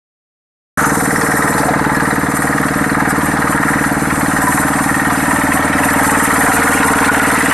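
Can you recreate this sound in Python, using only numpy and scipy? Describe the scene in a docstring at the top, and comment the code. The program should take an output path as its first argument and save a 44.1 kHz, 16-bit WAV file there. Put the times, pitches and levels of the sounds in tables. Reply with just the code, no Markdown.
"""A jaw crusher pounds away outdoors, driven at nineteen beats a second by what sounds like a
one-cylinder diesel. Each beat is an exhaust thud and a metallic knock that shakes the steel frame.
Rock grinds between the jaws, and gravel hisses over the wire screen below. The clatter of stones
grows as the microphone slowly approaches the screen."""
import sys
import numpy as np
from scipy import signal
from scipy.fft import rfft, irfft
from scipy.io import wavfile
from scipy.ndimage import uniform_filter1d, minimum_filter1d

SR = 44100
rng = np.random.default_rng(int(sys.argv[2]) if len(sys.argv) > 2 else 0)


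def digitize_waveform(pressure):
    """Quantize a signal to 16-bit integers and store it at the path in sys.argv[1].

    Rows of a 2-D input are taken as channels; values are limited to [-1, 1].
    """
    field = np.atleast_2d(pressure).T
    bounded = np.clip(field, -1, 1)
    quanta = np.round(bounded * 32767).astype(np.int16)
    wavfile.write(sys.argv[1], SR, quanta)


N = 332073
TIME = np.arange(N) / SR
FIRST_BEAT_S, START_S = .7081, .773   # the engine is already running when the microphone opens

# Modes of the exhaust pipe and silencer: the first two boom, the last one barks.
# Each row: pitch in Hz, width in Hz, relative level in dB.
PIPE = [(87.3, 1.9, 0.5), (136.2, 2.4, -14), (160.7, 11.4, -1.5), (184, 20.3, -5.5), (237.6, 60.6, -4),
        (320, 18.3, 2), (455.3, 4.8, 4.5)]
# Engine speed. Each row: time in seconds, beats per second.
SPEED = [(.76, 19.05), (2.5, 19.01), (5.8, 19.08), (7.6, 19.05)]
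BEAT = np.cumsum(np.interp(TIME, *np.transpose(SPEED)) * (TIME > FIRST_BEAT_S)) / SR   # beats so far


def exhaust(bark_gain):
    """The thud: one soft puff a beat rings the pipe and echoes off the plant."""
    # Polarity of each pipe mode, +1 or -1.
    signs = [-1, -1, -1, -1, -1, 1, -1]
    # Slaps off the plant. Each row: delay in seconds, share of the thud that returns.
    echoes = [(0.01, 0.14), (0.0143, 0.71)]
    puffs = cut(beat_clicks(0, uneven_db=.4), 532, "low", order=4)
    modes = [sign * from_db(db) * resonate(puffs, hz, width)
             for (hz, width, db), sign in zip(PIPE, signs)]
    under_frame = np.interp(TIME, (4, 6), [0, 1])   # the microphone moves in from 4 to 6 s
    boom = from_db(4 + 4.5 * under_frame) * sum(modes[:2])
    middle = sum(modes[2:-1])
    hollow = resonate(middle, 257, 66)   # the space under the frame rings; the direct thud is shaded
    body = boom + middle * from_db(-4.5 * under_frame) + from_db(-1) * under_frame * hollow
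    bark = from_db(11.5) * bark_gain * modes[-1]
    thud = (from_db(-18) * body + bark) / np.std(sum(modes))
    return thud + sum(share * np.interp(TIME - delay, TIME, thud) for delay, share in echoes)


def knock():
    """About half a beat after each puff, a burr of contacts raps the block, then a rebound follows."""
    # The blows of one knock. Each row: delay after the puff in seconds, pitch in Hz, width in Hz,
    # relative level in dB.
    raps = [(.0308, 1860, 204, -0.5), (.0295, 1220, 430, -7), (.0378, 1700, 430, -6)]
    out = 0
    for delay, hz, width, db in raps:
        blows = beat_clicks(delay, uneven_db=1)
        burr = die_away(blows, decay_s=.004) * repeating_contacts(memory=.65)
        ring = resonate(resonate(blows + .09 * burr, hz, width), hz, width)
        out = out + from_db(db) * rms_one(ring)
    return out


def frame_and_jaws(rattle_gain, grind_gain):
    """Contacts, grit and ringing lumps excite the steel: the highs rattle in time, the lows grind on."""
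    # Tone of the steel. Each row: frequency in Hz, spectral level in dB.
    steel_tone = [(310, -32), (520, -17), (572, 2.5), (677, 0.5), (745, 4), (819, 3), (999, 6), (1090, 2),
                  (1250, 7), (1450, 6), (1850, 6.5), (2090, -1.5), (2300, -6), (2530, -27), (3000, -23),
                  (3900, -63), (6600, -120)]
    lumps = pings(low_hz=700, high_hz=1900, per_s=170, ring_s=.014, limit=2000)
    grit = grains(2200, spread_db=1)
    steel = colour(1.1 * repeating_contacts(memory=.93) + grit, steel_tone) + .5 * lumps
    shake = shaking(delay_s=.0343, decay_s=.005, rest=.62)
    rattle = rms_one(cut(steel, 1175, "high", order=3)) * shake
    grind = rms_one(cut(steel, 900, "low", order=3))
    return rattle_gain * rattle + grind_gain * grind


def plates():
    """Now and then a stone drags on a plate, pushed along by each beat, and makes it sing."""
    # Scrapes on plates and edges. 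Each row: peak time in seconds, pitch in Hz, width in Hz,
    # relative level in dB, half-length in seconds.
    scrapes = [(0.814, 1350, 310, -16.5, .06), (0.824, 6330, 700, -34, 0.11),
               (1.28, 5450, 300, -42.5, 0.26), (1.676, 720, 260, -25.5, 0.11), (1.857, 870, 60, -26, .052),
               (4.473, 997, 35, -23, .04), (5.082, 1830, 60, -28.5, 0.25), (6.157, 860, 89.5, -27, 0.06),
               (6.535, 1435, 70, -25, 0.3), (6.997, 1020, 220, -23, .2), (7.14, 1440, 130, -20, .26),
               (7.303, 1960, 148, -23.5, .17)]
    rubbing = grains(4000, spread_db=2) * shaking(delay_s=.0288, decay_s=.0086, rest=.29)
    out = 0
    for peak_s, hz, width, db, half_s in scrapes:
        tone = rms_one(resonate(resonate(rubbing, hz, width), hz, 2 * width))
        out = out + from_db(db + 5.5) * swell(peak_s, half_s) * tone
    return out


def screen():
    """Gravel streams and ticks over the mesh; each landing load swells the hiss and rings the wires."""
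    # Loads of gravel landing. Each row: peak time in seconds, relative level in dB,
    # half-length in seconds.
    spills = [(1.04, -34, 0.019), (2.09, -41, 0.043), (2.43, -33.5, 0.044), (3.1, -32, 0.018),
              (3.25, -33.5, 0.025), (3.516, -27.5, 0.0097), (3.694, -39, 0.02), (4.197, -38, 0.058),
              (4.367, -41, 0.02), (4.534, -32, 0.038), (4.6, -30.5, .023), (4.858, -37.5, 0.082),
              (5.193, -37, 0.046), (5.36, -34, 0.079), (5.544, -30, 0.03), (5.854, -29.5, 0.039),
              (6.067, -30, .03), (6.25, -25.5, 0.023), (6.425, -27.5, .025), (6.545, -26, 0.019),
              (6.735, -31, 0.025), (6.871, -27, 0.021), (7.034, -42, .025), (7.345, -36, .023),
              (7.52, -30, .03)]
    # The stream of gravel. Each row: time in seconds, relative level in dB.
    stream = [(0.8, -23.5), (1.5, -24.0), (1.8, -31), (2.3, -28), (2.9, -29.5), (3.9, -27.5), (4.5, -24.5),
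              (5.0, -26.5), (5.75, -27.5), (6.1, -21.5), (6.6, -21), (7.5, -23)]
    # Tone of the hiss. Each row: frequency in Hz, spectral level in dB.
    hiss_tone = [(2940, -28), (5000, -17.5), (7190, -9.5), (8610, -4), (10100, -6.5), (11500, -8),
                 (13000, -15.5)]
    # Ring of the wires. Each row: pitch in Hz, width in Hz, relative level in dB.
    wire_modes = [(8650, 620, -3), (11380, 270, -3.5)]
    landings = sum(from_db(db) * swell(peak_s, half_s) for peak_s, db, half_s in spills)
    flow = from_db(curve(stream) - 2.58 + 2.15 * drift(per_s=60))
    sides = []
    for _ in range(2):
        ticks = pings(low_hz=5500, high_hz=12800, per_s=420, ring_s=.003, limit=4000)
        hiss = colour(grains(14000, spread_db=2.8) + .25 * ticks, hiss_tone)
        wires = rms_one(sum(from_db(db) * resonate(grains(2000, spread_db=6), hz, width)
                            for hz, width, db in wire_modes))
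        chinks = sum(from_db(db) * pings(hz - width, hz + width / 2, per_s=24, ring_s=.01, limit=300)
                     for hz, width, db in wire_modes)
        sides.append(flow * (hiss + from_db(-7.5) * chinks) + landings * (.5 * hiss + 2 * wires))
    return spread(*sides, likeness=.35)


def deck():
    """Stones bounce on the deck under the screen in a dense, ringing clatter."""
    # Tone of the deck. Each row: frequency in Hz, spectral level in dB.
    deck_tone = [(2100, 0.5), (2350, -5), (2700, -6.5), (3300, -13), (4200, -22.5)]
    stones = pings(low_hz=2100, high_hz=4200, per_s=900, ring_s=.008, limit=7000)
    return colour(stones, deck_tone) * shaking(delay_s=.0295, decay_s=.011, rest=1.3)


def chips():
    """Small fragments click and chink on the steel, tossed by each beat."""
    # Tone of the fragments. Each row: frequency in Hz, spectral level in dB.
    chip_tone = [(2400, 6), (3000, -7), (4000, 5), (4800, 0.5), (7000, -2.5)]
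    sides = []
    for _ in range(2):
        clicks = grains(7000, spread_db=2.1)
        chinks = pings(low_hz=2400, high_hz=7000, per_s=160, ring_s=.005, limit=2000)
        sides.append(colour(clicks + .3 * chinks, chip_tone))
    return spread(*sides, likeness=.52) * shaking(delay_s=.0313, decay_s=.015, rest=1)


def hopper():
    """Heavy lumps tumble in the hopper with a low rumble."""
    # Tone of the rumble. Each row: frequency in Hz, spectral level in dB.
    rumble_tone = [(20, -5), (60, -2.5), (150, -3.5), (280, 5.5), (370, -9.5), (460, 1), (540, -14.5),
                   (620, -3), (800, -72)]
    return from_db(-28.5) * colour(grains(2000, spread_db=1.5), rumble_tone)


def gas_rasp(bark_gain):
    """Gas rushing out of the pipe roughens its bark."""
    bark_hz = PIPE[-1][0]
    rush = resonate(resonate(rng.standard_normal(N), bark_hz, 91), bark_hz, 130)
    return from_db(-4.5) * bark_gain * rms_one(rush)


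def beat_clicks(delay_s, uneven_db):
    """One click a beat, each of a different strength."""
    at = np.flatnonzero(np.diff(np.floor(BEAT))) + round(delay_s * SR)
    clicks = np.zeros(N + SR)
    clicks[at] = from_db(uneven_db * rng.standard_normal(len(at)))
    return clicks[:N]


def shaking(delay_s, decay_s, rest):
    """Envelope of loose parts that are thrown once a beat and settle until the next."""
    thrown = die_away(beat_clicks(delay_s, uneven_db=5), decay_s)
    return rms_one(rest + cut(thrown, 160, "low", order=1))


def repeating_contacts(memory, size=2400):
    """The same parts touch in the same order every beat; more memory makes the pattern change slower."""
    beat = BEAT.astype(int)
    pattern = rng.standard_normal((beat[-1] + 1, size))
    for k in range(1, len(pattern)):
        pattern[k] = memory * pattern[k - 1] + np.sqrt(1 - memory ** 2) * pattern[k]
    age = np.arange(N) - np.searchsorted(beat, beat)
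    return pattern[beat, age % size]


def grains(per_s, spread_db):
    """Random impacts: many small ones, a few large."""
    sizes = from_db(spread_db * np.minimum(rng.exponential(1, N), 4)) * rng.choice([-1, 1], N)
    return rms_one(sizes * (rng.random(N) < per_s / SR))


def pings(low_hz, high_hz, per_s, ring_s, limit):
    """Up to `limit` stones of many sizes strike at random, each ringing briefly at its own pitch."""
    out = np.zeros(N + SR)
    age = np.arange(int(5 * ring_s * SR)) / SR
    for when, pitch, size in rng.random((limit, 3))[:int(per_s * N / SR)]:
        at, hz = int(when * N), low_hz * (high_hz / low_hz) ** pitch
        ring = np.exp(-age / ring_s) * np.sin(2 * np.pi * hz * age)
        out[at:at + len(age)] += from_db(-20 * size) * ring
    return rms_one(out[:N])


def colour(x, points):
    """Give a steady sound a spectrum that falls away steeply beyond its ends; rms 1."""
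    hz, db = np.transpose(points)
    octave, known = np.log2(np.arange(N // 2 + 1) * SR / N + 1), np.log2(hz)
    beyond = np.abs(octave - np.clip(octave, known[0], known[-1]))
    return rms_one(irfft(rfft(x) * from_db(np.interp(octave, known, db) - 84 * beyond), N))


def spread(mid, side, likeness):
    """Widen the treble with an unrelated side signal; more likeness keeps it narrower."""
    width = np.sqrt((1 - likeness) / (1 + likeness))
    return mid + width * cut(side, 5570, "high", order=6) * [[1], [-1]]


def resonate(x, hz, width_hz):
    """One resonance with gain 1 at its peak."""
    return signal.lfilter(*signal.iirpeak(hz, hz / width_hz, fs=SR), x + 1e-18)


def cut(x, hz, kind, order):
    """Low-pass or high-pass filter."""
    return signal.sosfilt(signal.butter(order, hz, kind, fs=SR, output="sos"), x)


def die_away(clicks, decay_s):
    """Give each click an exponential tail."""
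    return signal.lfilter([1], [1, -np.exp(-1 / (decay_s * SR))], clicks)


def swell(peak_s, half_s):
    """A bell-shaped rise and fall."""
    return np.exp(-((TIME - peak_s) / half_s) ** 2)


def drift(per_s):
    """A random wander with a spread near 1."""
    return np.interp(TIME * per_s, np.arange(2000), rng.standard_normal(2000))


def curve(rows):
    """A control's value at every sample."""
    return np.interp(TIME, *np.transpose(rows))


def from_db(db):
    return 10 ** (np.asarray(db) / 20)


def rms_one(x):
    return x / np.sqrt(np.mean(x ** 2) + 1e-20)


def scene():
    """The load drives knock, rattle and grinding; chips and deck come forward as the screen nears."""
    # How hard the jaws work. Each row: time in seconds, relative level in dB.
    load = [(0.8, -10.5), (0.98, -14), (1.5, -11), (1.85, -14), (2.12, -14.5), (2.9, -14.0), (3.6, -12),
            (4.28, -13.5), (4.5, -13), (4.75, -13.0), (5.0, -13.0), (5.45, -12.5), (6.3, -9), (7.25, -10),
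            (7.5, -9.5)]
    # The microphone's way to the screen. Each row: time in seconds, nearness from 0 to 1.
    approach = [(.8, 0), (2.8, 0.08), (4.8, 0.27), (6.0, 0.61), (6.8, 0.9), (7.5, 1.0)]
    # Strength of the exhaust's bark. Each row: time in seconds, relative level in dB.
    bark = [(.8, -26.5), (1.3, -23.5), (2.5, -29.5), (4.1, -30.5), (4.8, -35), (5.3, -35), (6.6, -24),
            (7.5, -25.5)]
    load_db = curve(load) - curve(load).mean()
    near, bark_gain = curve(approach), from_db(curve(bark))
    engine = exhaust(bark_gain) + from_db(-25 + load_db) * knock()
    surge_db = .8   # the rock breaks unevenly
    rattle_gain = from_db(-19.5 + .72 * load_db + .5 * near + surge_db * drift(per_s=7))
    grind_gain = from_db(-21 + .8 * load_db + .9 * near + surge_db * drift(per_s=7))
    rock = frame_and_jaws(rattle_gain, grind_gain) + plates() + hopper()
    rasp = gas_rasp(bark_gain)
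    chips_gain = from_db(-37.5 + 6 * near ** 2.5)   # rises only close by
    deck_gain = from_db(-43.5 + 19 * near ** .51)   # rises early in the approach
    return engine + rasp + rock + chips_gain * chips() + deck_gain * deck() + screen()


def record(dry):
    """The microphone opens, a quick limiter holds the peaks down, the top is cut."""
    ceiling_db, release_db_per_s, cutoff_hz = -3, 500, 13100
    x = dry * np.clip((TIME - START_S) / .0015, 0, 1)
    over_db = np.maximum(20 * np.log10(np.abs(x).max(axis=0) + 1e-9) - ceiling_db, 0)
    held_db = np.maximum.accumulate(over_db + release_db_per_s * TIME) - release_db_per_s * TIME
    x = x * from_db(uniform_filter1d(minimum_filter1d(-held_db, size=45), size=45))
    return signal.sosfilt(signal.ellip(12, .1, 80, cutoff_hz, fs=SR, output="sos"), x)


dry = scene()
out = record(dry)
digitize_waveform(out)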